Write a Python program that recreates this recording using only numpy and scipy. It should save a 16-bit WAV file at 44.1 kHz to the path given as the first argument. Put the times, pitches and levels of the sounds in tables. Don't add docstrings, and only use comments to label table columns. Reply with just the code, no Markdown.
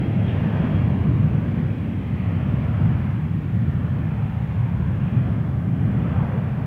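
import sys
import numpy as np
from scipy import signal
from scipy.fft import rfft, irfft, next_fast_len
from scipy.io import wavfile
from scipy.ndimage import uniform_filter1d, map_coordinates

SR = 44100
rng = np.random.default_rng(int(sys.argv[2]) if len(sys.argv) > 2 else 0)


def digitize_waveform(pressure):
    field = np.atleast_2d(pressure).T
    bounded = np.clip(field, -1, 1)
    quanta = np.round(bounded * 32767).astype(np.int16)
    wavfile.write(sys.argv[1], SR, quanta)


N = 293706

# time_s, rumble_db, upper_rumble_db
EXHAUST_LEVELS = [(0, -21.5, -25.5), (.95, -19.5, -28.5), (1.35, -19.5, -26), (1.9, -26, -27),
                  (2.2, -22.5, -35.5), (2.5, -21.5, -29), (2.76, -22.5, -30.5), (2.85, -14, -32),
                  (3.0, -21.5, -34), (3.6, -20.5, -36), (3.95, -22, -32), (4.35, -21.5, -38.5),
                  (5.35, -20.5, -31), (5.75, -22, -30), (6.05, -19, -27.5), (6.4, -22, -32.5),
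                  (6.66, -22.5, -34)]
# frequency_hz, density_db
RUMBLE_EQ = [(13, -60), (22, -41.5), (62, -8), (103, 2), (162, -0.5), (230, -14), (300, -38), (510, -120)]
UPPER_RUMBLE_EQ = [(110, -32.5), (190, -2.5), (229, -3.5), (355, -16.5), (430, -25.5), (560, -49),
                   (950, -120)]


def exhaust_rumble():
    rumble_db, upper_db = envelopes(EXHAUST_LEVELS)
    body = amp(rumble_db) * noise_bed(RUMBLE_EQ, patchy_db=0.71)
    upper = amp(upper_db) * noise_bed(UPPER_RUMBLE_EQ, patchy_db=1.6)
    return body + upper


# time_s, high_roar_db
ROAR_SWELLS = [(0, -41), (.3, -41.5), (.57, -38), (1.1, -44.5), (1.5, -44), (1.95, -47.5), (2.3, -43.5),
               (2.95, -41), (3.3, -46.5), (3.6, -46), (4.1, -44), (4.5, -44.5), (5.3, -43), (5.7, -47),
               (6.12, -40), (6.38, -41), (6.66, -44)]
# frequency_hz, density_db
LOW_ROAR_EQ = [(230, -29.5), (390, -1.5), (594, -1.5), (800, -12), (1040, -33), (1760, -120)]
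HIGH_ROAR_EQ = [(420, -33), (720, -2), (1090, -3.5), (1490, -8), (1740, -7.5), (2000, -16.5), (2600, -35),
                (4400, -120)]
FAN_HISS_EQ = [(1100, -26), (1900, -1), (2400, -1.5), (2900, -7), (3300, -10), (3800, -19.5), (4500, -25.5),
               (5500, -31), (7000, -39), (10000, -68)]


def engine_roar():
    t = np.arange(N) / SR
    high_db, = envelopes(ROAR_SWELLS)
    mean_db = high_db.mean()
    swell_db = high_db - mean_db
    upper_rumble_db = envelopes(EXHAUST_LEVELS)[1]
    grass_db = upper_rumble_db - upper_rumble_db.mean()
    low_db = mean_db + 1.15 + 0.8 * swell_db + 0.41 * grass_db
    fade_db_per_s = 0.69
    fan_db = mean_db - 4 + 0.5 * swell_db - fade_db_per_s * t
    low = amp(low_db) * noise_bed(LOW_ROAR_EQ, patchy_db=1.1)
    high = amp(high_db) * noise_bed(HIGH_ROAR_EQ, patchy_db=1.52)
    fan = amp(fan_db) * noise_bed(FAN_HISS_EQ, patchy_db=1.25)
    return low + high + fan


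# peak_s, peak_db, decay_s, centre_hz
FLARES = [(0.28, -44.5, 0.12, 2760), (0.53, -38.5, 0.22, 600), (0.62, -49.5, .2, 2700),
          (2.2, -52.5, .7, 2400), (5.03, -53.5, .12, 2610), (6.2, -41, 0.27, 900)]
# ratio_to_centre, density_db
FLARE_EQ = [(.45, -60.5), (.75, -3.5), (1.05, 1), (1.28, -6.5), (1.55, -30), (2.4, -120)]


def roar_flares():
    t, out = np.arange(N) / SR, np.zeros(N)
    for peak_s, peak_db, decay_s, centre_hz in FLARES:
        attack_s = 0.12 * decay_s
        envelope = np.exp(-np.abs(t - peak_s) / np.where(t < peak_s, attack_s, decay_s))
        band = [(ratio * centre_hz, db) for ratio, db in FLARE_EQ]
        out += amp(peak_db) * envelope * noise_bed(band, patchy_db=0.0)
    return out


# peak_s, peak_db, width_s
BLADE_SWELLS = [(0.05, -59, .1), (0.27, -58, .1), (0.62, -57.5, .11), (0.79, -60.5, .2)]


def blade_tone(pitch_hz=3248, base_db=-68, fade_db_per_s=6.5):
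    t = np.arange(N) / SR
    level = amp(base_db - fade_db_per_s * t)
    for peak_s, peak_db, width_s in BLADE_SWELLS:
        level += amp(peak_db) * np.exp(-.5 * (2 * (t - peak_s) / width_s) ** 2)
    drift_hz = 11 * wobble(40)
    phase = 2 * np.pi * np.cumsum(pitch_hz + drift_hz) / SR
    flicker_db = 2.2 * wobble(18)
    return np.sqrt(2) * level * amp(flicker_db) * np.sin(phase)


def noise_bed(eq, patchy_db):
    spectrogram = signal.stft(rng.standard_normal(N + 1024), nperseg=1024)[2]
    patches = rng.standard_normal(spectrogram.shape)
    for _ in range(2):
        patches = uniform_filter1d(patches, size=4, axis=0)
        patches = uniform_filter1d(patches, size=17, axis=1)
    noise = signal.istft(spectrogram * amp(patchy_db * unit_rms(patches)), nperseg=1024)[1][:N]
    eq_hz, eq_db = np.transpose(eq)
    response = lambda hz: amp(np.interp(np.log(hz + 1), np.log(eq_hz + 1), eq_db))
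    return unit_rms(filtered(noise, response))


def filtered(x, response):
    size = next_fast_len(N + 8192)
    return irfft(rfft(x, size) * response(np.fft.rfftfreq(size, 1 / SR)), size)[..., :N]


def envelopes(rows):
    time_s, *columns = np.transpose(rows)
    return [np.interp(np.arange(N) / SR, time_s, column) for column in columns]


def wobble(knots_per_s):
    knots = rng.standard_normal(int(N * knots_per_s / SR) + 4)
    return map_coordinates(knots, [np.arange(N) * knots_per_s / SR])


def amp(db):
    return 10 ** (np.asarray(db) / 20)


def unit_rms(x):
    return x / np.sqrt(np.mean(x ** 2) + 1e-20)


def scene():
    return (exhaust_rumble() + engine_roar() + blade_tone() + roar_flares())[None]


# frequency_hz, density_db
MIC_HISS_EQ = [(20, 0), (6000, 0.5), (10000, -1), (16000, -0.17)]


def record(dry):
    hiss_db, low_cut_hz, high_cut_hz = -67.5, 40, 15750
    hiss = amp(hiss_db) * noise_bed(MIC_HISS_EQ, patchy_db=1.2)
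    low_cut = lambda hz: 1 / np.sqrt(1 + (low_cut_hz / (hz + 1)) ** 4)
    return filtered(dry + hiss, lambda hz: low_cut(hz) * (hz < high_cut_hz))


dry = scene()
out = record(dry)
digitize_waveform(out)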